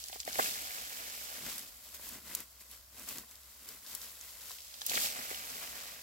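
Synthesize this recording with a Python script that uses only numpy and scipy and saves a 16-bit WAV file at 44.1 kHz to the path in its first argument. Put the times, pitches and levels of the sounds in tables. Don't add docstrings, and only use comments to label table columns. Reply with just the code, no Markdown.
import sys
import numpy as np
from scipy import signal
from scipy.fft import rfft, irfft, next_fast_len
from scipy.io import wavfile
from scipy.ndimage import map_coordinates

SR = 44100
rng = np.random.default_rng(int(sys.argv[2]) if len(sys.argv) > 2 else 0)


def makeup_ratio(level_db):
    decades = np.asarray(level_db, float) / 20
    return 10 ** decades


def generate_wav(signal):
    frames = np.transpose(np.atleast_2d(signal))
    scaled = np.clip(frames, -1, 1) * 32767
    pcm = np.round(scaled).astype(np.int16)
    wavfile.write(sys.argv[1], SR, pcm)


N = 265482
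TIME = np.arange(N) / SR


def unit(x):
    return x / np.sqrt(np.mean(x ** 2) + 1e-20)


def along(points, hz):
    point_hz, value = np.transpose(points)
    return np.interp(np.log(hz + 1), np.log(point_hz + 1), value)


def wobble(rate_hz):
    knots = rng.standard_normal(int(N * rate_hz / SR) + 4)
    return map_coordinates(knots, [TIME * rate_hz])


def filtered(x, response):
    size = next_fast_len(N + 8192)
    hz = np.fft.rfftfreq(size, 1 / SR)
    return irfft(rfft(x, size) * response(hz), size)[..., :N]


def coloured(x, spectrum):
    return unit(filtered(x, lambda hz: makeup_ratio(along(spectrum, hz))))


# [Hz, dB per Hz]
FIZZ_SPECTRUM = [(5000, -43.5), (7600, -1), (8600, -2), (12000, 1), (16000, 0)]
LEAF_SPECTRUM = [(1500, -18), (2500, -9), (3200, -2), (5000, 1), (7300, -2), (8600, -5.5), (12000, -26)]
TWIG_SPECTRUM = [(250, -60), (420, -4.5), (700, -1), (1200, 0), (2200, -0.5), (3000, -5.5), (4500, -18.5)]
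SOIL_SPECTRUM = [(60, -28), (110, -9.5), (160, -5.5), (250, 3.5), (360, -6.5), (600, -32)]


def litter():
    fizz_db, leaf_db, twig_db, soil_db = motion()
    clump = wobble(14)
    fine = travel(grains(count=36000, spread_db=1.5, scatter=.9, alike=0.3376, life_s=0.0006158))
    coarse = travel(grains(count=14000, spread_db=0.0, scatter=.9, alike=0.97, life_s=0.00045))
    pebbles = unit(travel(ticks(count=1500, spread_db=2.0, pitch_hz=2685.8, cycles=3.007)))

    fizz_level = makeup_ratio(fizz_db + 0.7254 + 0.5446 * clump + 0.587 * wobble(45))
    leaf_level = makeup_ratio(leaf_db - 1.2877 + .5 * clump + 0.616 * wobble(40))
    twig_level = makeup_ratio(twig_db - 1.2 + .8 * clump + 1.1 * wobble(30))
    soil_level = makeup_ratio(soil_db + 1.237 * wobble(20))
    pebble_level = makeup_ratio((leaf_db + twig_db) / 2 - 9.5)

    fizz = fizz_level * coloured(fine + 0.6795 * coarse, FIZZ_SPECTRUM)
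    leaf = leaf_level * coloured(fine + 0.1778 * coarse, LEAF_SPECTRUM)
    twig = twig_level * coloured(.05 * fine + coarse, TWIG_SPECTRUM)
    soil = soil_level * coloured(coarse + 0.15 * fine, SOIL_SPECTRUM)
    return fizz + leaf + twig + soil + pebble_level * pebbles


# start_s, hold_s, level_db, clod_weight_db, edge_s [s per 10 dB]
SHOWER_MOVES = [(0, 0.1028, -50.5, -9, 0.1818), (.135, .03, -51, -2, 0.0153), (.203, 0.00956, -48, -8, .02),
                (.277, 0.01666, -46.5, 9, .025), (.33, .025, -45, 1, .05), (.39, 0.01312, -39, 5, .04),
                (.43, .04, -37.5, -2, 0.0874), (4.62, .22, -56, -26, 0.2449),
                (4.817, 0.00468, -51, -18, .025), (4.868, .02, -43.5, -14, .015), (4.9, .03, -38, -1, .025),
                (4.95, .105, -35.5, -2, .055), (5.19, 0.01007, -50.5, 9, 0.0145),
                (5.31, 0.00951, -49, 3, 0.0354)]
# start_s, hold_s, level_db, soil_depth_db, edge_s [s per 10 dB]
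RAKE_MOVES = [(1.42, .15, -60, 17, .1), (1.464, 0.12148, -47, -8, 0.1078),
              (1.86, 0.01408, -52.5, -4, 0.1854), (1.945, 0.00966, -48, -6, .03),
              (2.055, 0.02816, -46, -1, 0.1005), (2.13, 0.02111, -50.5, 9, 0.0731),
              (2.27, 0.03473, -50, 5.5, 0.0542), (2.33, 0.07545, -47.5, 3, 0.041),
              (2.52, .27, -61.5, -3, .2), (2.61, 0.01182, -54, -5, 0.0248),
              (2.72, 0.01654, -53.5, -3.5, 0.0485), (2.99, 0.04215, -51, 5.5, 0.073),
              (3.088, 0.03808, -44, -2, 0.0412), (3.16, 0.03374, -48.5, 8.5, 0.0471),
              (3.31, 0.0289, -58.5, -1.5, 0.1125), (3.5, 0.1083, -58.5, -5.5, 0.3363),
              (3.69, 0.0195, -49, 3, 0.0989), (3.88, 0.02245, -47.5, -6.5, 0.0798),
              (3.93, 0.02334, -50, -3, 0.0915), (4.03, 0.01754, -47, -9.5, 0.095),
              (4.11, .05, -55, -2.5, 0.1551), (4.23, .23, -51, -10, 0.1383), (4.5, 0.0183, -47, -14, .09),
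              (5.53, .04, -55, 4, 0.1464)]
# start_s, hold_s, level_db, clod_weight_db, edge_s [s per 10 dB]
TRICKLE_MOVES = [
    (.55, .97, -44, 0, .22),
    (5.12, 0.7447, -45, 2.11, 0.4043),
]


def motion():
    rake_db, shower_db = (0, -3, -8, -15), (-0.5, 0.7124, -6.5, -19.5)
    trickle_db, rest_db = (-.6, .2, -4, -22), (-63, -68, -84, -95)
    depth_share, weight_share = (0, -.05, .35, 1.01), (0, -.05, .8, 1.3)
    edge_share = (1.0736, 1.1192, 1.2988, 1.3054)
    rise_share = 0.78955
    kinds = (
        (RAKE_MOVES, rake_db, depth_share, 0),
        (SHOWER_MOVES, shower_db, weight_share, 0),
        (TRICKLE_MOVES, trickle_db, weight_share, 4.5),
    )
    t = TIME[::64]
    power = makeup_ratio(rest_db)[:, None] ** 2
    for moves, mix_db, share, thins_db in kinds:
        for start_s, hold_s, level_db, depth_db, edge_s in moves:
            before_s = np.maximum((start_s - t) / rise_share, 0)
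            after_s = np.maximum(t - start_s - hold_s, 0)
            layer_db = np.add(mix_db, depth_db * np.array(share))[:, None]
            top_db = level_db + layer_db - thins_db * abs(t - start_s)
            drop_db = 10 * np.outer(edge_share, before_s + after_s) / edge_s
            power = power + makeup_ratio(top_db - drop_db) ** 2
    return [np.interp(TIME, t, 10 * np.log10(p)) for p in power]


def grains(count, spread_db, scatter, alike, life_s):
    start = rng.integers(0, N, count)
    size = makeup_ratio(spread_db * np.minimum(rng.exponential(1, count), 4.5))[:, None]
    lag = scatter * rng.standard_normal(count)
    life = life_s * SR * np.exp(.5 * rng.standard_normal((count, 1)))
    fade = size * np.exp(-np.arange(64) / life)
    burst, own = rng.standard_normal((2, count, 64))
    left = fade * (alike * burst + np.sqrt(1 - alike ** 2) * own)
    return placed(start, lag, left, fade * burst, rng.random(count))


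def ticks(count, spread_db, pitch_hz, cycles):
    start = rng.integers(0, N, count)
    draw = rng.standard_normal((count, 3, 1))
    size = makeup_ratio(spread_db * np.minimum(rng.exponential(1, (count, 1)), 4.5))
    turns = pitch_hz * np.exp(0.2789 * draw[:, 0]) * np.arange(256) / SR
    fade = np.exp(-turns / cycles) * (1 - np.exp(-turns / 0.8036))
    ring = size * np.sin(2 * np.pi * turns) * fade
    return placed(start, 1.1 * draw[:, 1, 0], ring * makeup_ratio(0.73 * draw[:, 2]), ring, rng.random(count))


# start_s, peak_db, centre_hz, splinter_tail_db
HAND_CRACKS = [(1.4636, -33, 5188, -11), (1.581, -30, 7666, -1.5), (1.5926, -32, 7842, -10),
               (1.9465, -34.5, 14300, -11), (2.0904, -32, 9965, -4.5), (2.1346, -37, 11110, -11),
               (2.35, -20, 10900, -3.5), (2.4038, -31, 13400, -8), (2.7134, -36.5, 12400, -7),
               (2.9964, -37.5, 11800, -10), (3.0885, -29, 13500, 6), (3.1835, -29, 7631, -5.5),
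               (3.3113, -42, 6940, -3), (3.3554, -44, 7280, -2.5), (3.6889, -31, 9000, -7),
               (3.864, -42, 5240, -3), (3.95, -27, 8500, 4), (4.0168, -38, 5198, -2.5),
               (4.2115, -35, 6500, -11), (4.4965, -38, 5180, -10.5), (4.516, -37, 5196, -11),
               (4.1534, -43, 11600, -11), (4.647, -40.5, 7812, -6.5)]
# start_s, peak_db, centre_hz, splinter_tail_db
BRUSH_CRACKS = [(.0397, -30.5, 5200, -9), (.0841, -33, 6500, -9), (.1286, -36, 3152, 1),
                (.2018, -28, 5000, 3), (0.2309, -40, 3340, -12), (0.2504, -36, 6460, 0),
                (0.3302, -31, 4360, -17.5), (.356, -30, 2471, -5), (.424, -30.5, 2502, -9),
                (.4593, -28.5, 2204, -13), (.707, -37, 2584, -16.5), (0.7649, -43, 2658, -14),
                (4.5854, -42, 3340, -4), (4.605, -42, 4190, -9), (4.7407, -39, 4516, 0),
                (4.8116, -39, 4852, -3), (4.8166, -33.5, 4136, -5.5), (4.8506, -44, 2917, -8),
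                (4.864, -20, 14000, 2), (4.8863, -38, 12700, -8.5), (4.8959, -24.5, 5475, 3.5),
                (4.918, -29.5, 2339, -6), (4.9338, -28.5, 2516, -15), (4.9541, -25.5, 4670, 2),
                (4.971, -24.5, 2765, -13.5), (4.9748, -22, 1900, 2.5), (5.058, -31.5, 3470, -20.5),
                (5.212, -37.5, 1859, -7.5), (5.3451, -33, 3541, 0), (5.673, -41, 2472, -10)]


def snaps():
    start_s, peak_db, hz, tail_db = np.transpose(HAND_CRACKS + BRUSH_CRACKS)[:, :, None]
    t = np.arange(1024) / SR
    draw = rng.standard_normal((len(start_s), 3, len(t)))
    low = np.minimum(hz / 5000, 1)
    width = np.repeat([.72, .65], [len(HAND_CRACKS), len(BRUSH_CRACKS)])[:, None]
    width = np.clip(width * (hz / 6000) ** 0.5666, .1, 3)
    pan_db = 2 * draw[:, 0, :1]

    splinters = makeup_ratio(tail_db - 4) * np.exp(-t / .004)
    fade = (1 - np.exp(-t / .00015)) * (np.exp(-t / .0005 * low) + splinters)
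    f = np.fft.rfftfreq(len(t), 1 / SR) + 1
    band = np.exp(-(np.log(f / hz) / width) ** 2)[:, None]
    noise = irfft(rfft(draw) * band, len(t))
    left = noise[:, 0] + .8 * noise[:, 1]
    right = noise[:, 0] + .8 * noise[:, 2]
    crack = fade * np.array([left, right])
    crack = crack / np.abs(crack).max(axis=2, keepdims=True)
    crack = crack * makeup_ratio(peak_db + 6.0 + 4.072 * np.log(low))
    start = (start_s[:, 0] * SR).astype(int)
    return placed(start, 0 * start, crack[0] * makeup_ratio(pan_db / 2), crack[1] * makeup_ratio(-pan_db / 2), .5)


# start_s, peak_db, pitch_hz
BRANCH_KNOCKS = [(0.042, -57.5, 1480), (0.097, -42.5, 1486), (0.128, -41, 1000), (0.158, -38, 689),
                 (0.276, -29, 640), (0.358, -37, 778), (0.388, -23, 672), (0.393, -19.5, 834),
                 (0.396, -19, 734.3), (0.458, -51, 476), (1.995, -48.5, 678.2), (3.235, -49.5, 1370),
                 (3.95, -51, 1042), (4.506, -43.5, 1500), (4.816, -37, 1800), (4.913, -35, 680),
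                 (4.941, -35.5, 580), (4.974, -31.5, 698.8), (5.189, -38.5, 775.5), (5.312, -33, 725.4),
                 (5.502, -42.5, 718.5)]
# pitch_hz, level_db
BRANCH_MODES = [(236, -2), (440, 3), (612, -3), (780, 4.5), (1054, 5), (1400, -2), (1900, 5)]


def knocks():
    start_s, peak_db, hz = np.transpose(BRANCH_KNOCKS)[:, :, None]
    t = np.arange(1300) / SR
    draw = rng.standard_normal((len(start_s), len(BRANCH_MODES), 2, 1))
    ring = 0
    for k, (mode_hz, mode_db) in enumerate(BRANCH_MODES):
        level_db = mode_db + 4.068 * draw[:, k, 1] - 7 * np.log(mode_hz / hz) ** 2
        pitch_hz = mode_hz * np.exp(0.05235 * draw[:, k, 0])
        ring = ring + (-1) ** k * makeup_ratio(level_db) * np.sin(2 * np.pi * pitch_hz * t)
    ring = ring * (1 - np.exp(-t / .0004)) * np.exp(-t / .0038)
    ring = ring / np.abs(ring).max(axis=1, keepdims=True) * makeup_ratio(peak_db + 2.5)
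    start = (start_s[:, 0] * SR).astype(int)
    return placed(start, 0 * start, ring, ring, .5)


# start_s, peak_db
SOIL_THUMPS = [(1.0, -74.5), (1.42, -56.5), (1.66, -62.5), (2.03, -61), (2.28, -68.5), (2.76, -62.5),
               (3.05, -66.5), (3.72, -68.5), (4.3, -67.5), (5.05, -67.5)]


def thumps():
    start_s, peak_db = np.transpose(SOIL_THUMPS)[:, :, None]
    t = np.arange(5000) / SR
    swell = np.sin(np.pi * t / t[-1]) ** 2
    push = makeup_ratio(peak_db) * np.sin(2 * np.pi * 48 * t * (1 - 0.672 * t)) * swell
    start = (start_s[:, 0] * SR).astype(int)
    return placed(start, 0 * start, 0.2766 * push, push, 1)


# start_s, share [0-1]
THROWN_SHARE = [(0, 0.86), (.5, 1), (1.3, 0.93), (1.45, 0.47), (1.75, 0.58), (1.9, 0.04), (4.45, 0.03),
                (4.8, 0.96), (5.4, 0.94), (5.55, 0.69), (6.02, 0.63)]


def placed(start, lag, left, right, chance):
    thrown = chance < np.interp(start / SR, *np.transpose(THROWN_SHARE))
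    row = N + SR
    at = start[:, None] + np.arange(left.shape[1]) + thrown[:, None] * row
    wide_lag = lag * (1 + 1.2 * thrown)
    late = np.clip(at + np.round(wide_lag).astype(int)[:, None], 0, None)
    pair = []
    for index, sound in ((late, left), (at, right)):
        summed = np.bincount(index.ravel(), sound.ravel(), 2 * row)
        pair.append(summed.reshape(2, -1)[:, :N])
    return np.stack(pair, axis=1)


# arrival_ms, level_db, ground_echo_ms, echo_share [0-1]
CAPSULE_PATHS = [
    [(0, 0.1, 1.545, 0.26), (.015, -1.2, 1.924, 0.48)],
    [(0.392, -0.4, 1.4, 0.27), (0.024, 0.4, 1.6, 0.16)],
]


def travel(places):
    late_ms, level_db, echo_ms, share = np.transpose(CAPSULE_PATHS, (2, 0, 1))[..., None]

    def delay(hz, ms):
        return np.exp(-2j * np.pi * hz * ms / 1000)

    def path(hz):
        echo = share * delay(hz, echo_ms) / (1 + (hz / 2600) ** 2)
        return makeup_ratio(level_db) * delay(hz, late_ms) * (1 + echo)

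    return filtered(places, path).sum(axis=0)


# [Hz, dB per Hz]
AIR_SPECTRUM = [(15, -37.5), (25, -22), (64, 6), (130, -10.5), (363, -22.5), (641, -5.5), (796, -15.5),
                (1020, -7), (2050, -15.5), (2280, -21), (5140, -8), (9070, -14.5), (14800, -11.5),
                (16000, -11.5)]
# pitch_hz, likeness [0-1]
AIR_LIKENESS = [(60, 0.9743), (150, .85), (330, 0.12), (1500, 0), (5000, 0.0227)]


def outdoors():
    def mid_side(hz):
        angle = np.arccos(np.clip(along(AIR_LIKENESS, hz), -1, 1)) / 2
        return makeup_ratio(along(AIR_SPECTRUM, hz)) * [np.cos(angle), np.sin(angle)]

    mid, side = filtered(rng.standard_normal((2, N)), mid_side)
    hiss = makeup_ratio(-60 + 0.94 * wobble(2.535)) * unit(np.array([mid + side, mid - side]))
    engine_hz = 64.3 + 1.6 * wobble(9)
    drone = makeup_ratio(-66.5 + 2.4 * wobble(11)) * np.sin(2 * np.pi * np.cumsum(engine_hz) / SR)
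    return hiss + drone


def scene():
    return litter() + travel(snaps() + knocks() + thumps()) + outdoors()


def top_cut(x):
    return signal.sosfilt(signal.butter(12, 17070, fs=SR, output="sos"), x)


# pitch_hz, level_db
MIC_COLOUR = [(100, -2), (4500, -0.5), (5800, -1), (7500, -1), (8400, -4.5), (9000, -5), (10500, -1),
              (12000, 1), (15500, -1)]


def record(dry):
    mix = filtered(dry, lambda hz: makeup_ratio(along(MIC_COLOUR, hz) - 62 * (hz > 15900)))
    return top_cut(mix)


dry = scene()
out = record(dry)
generate_wav(out)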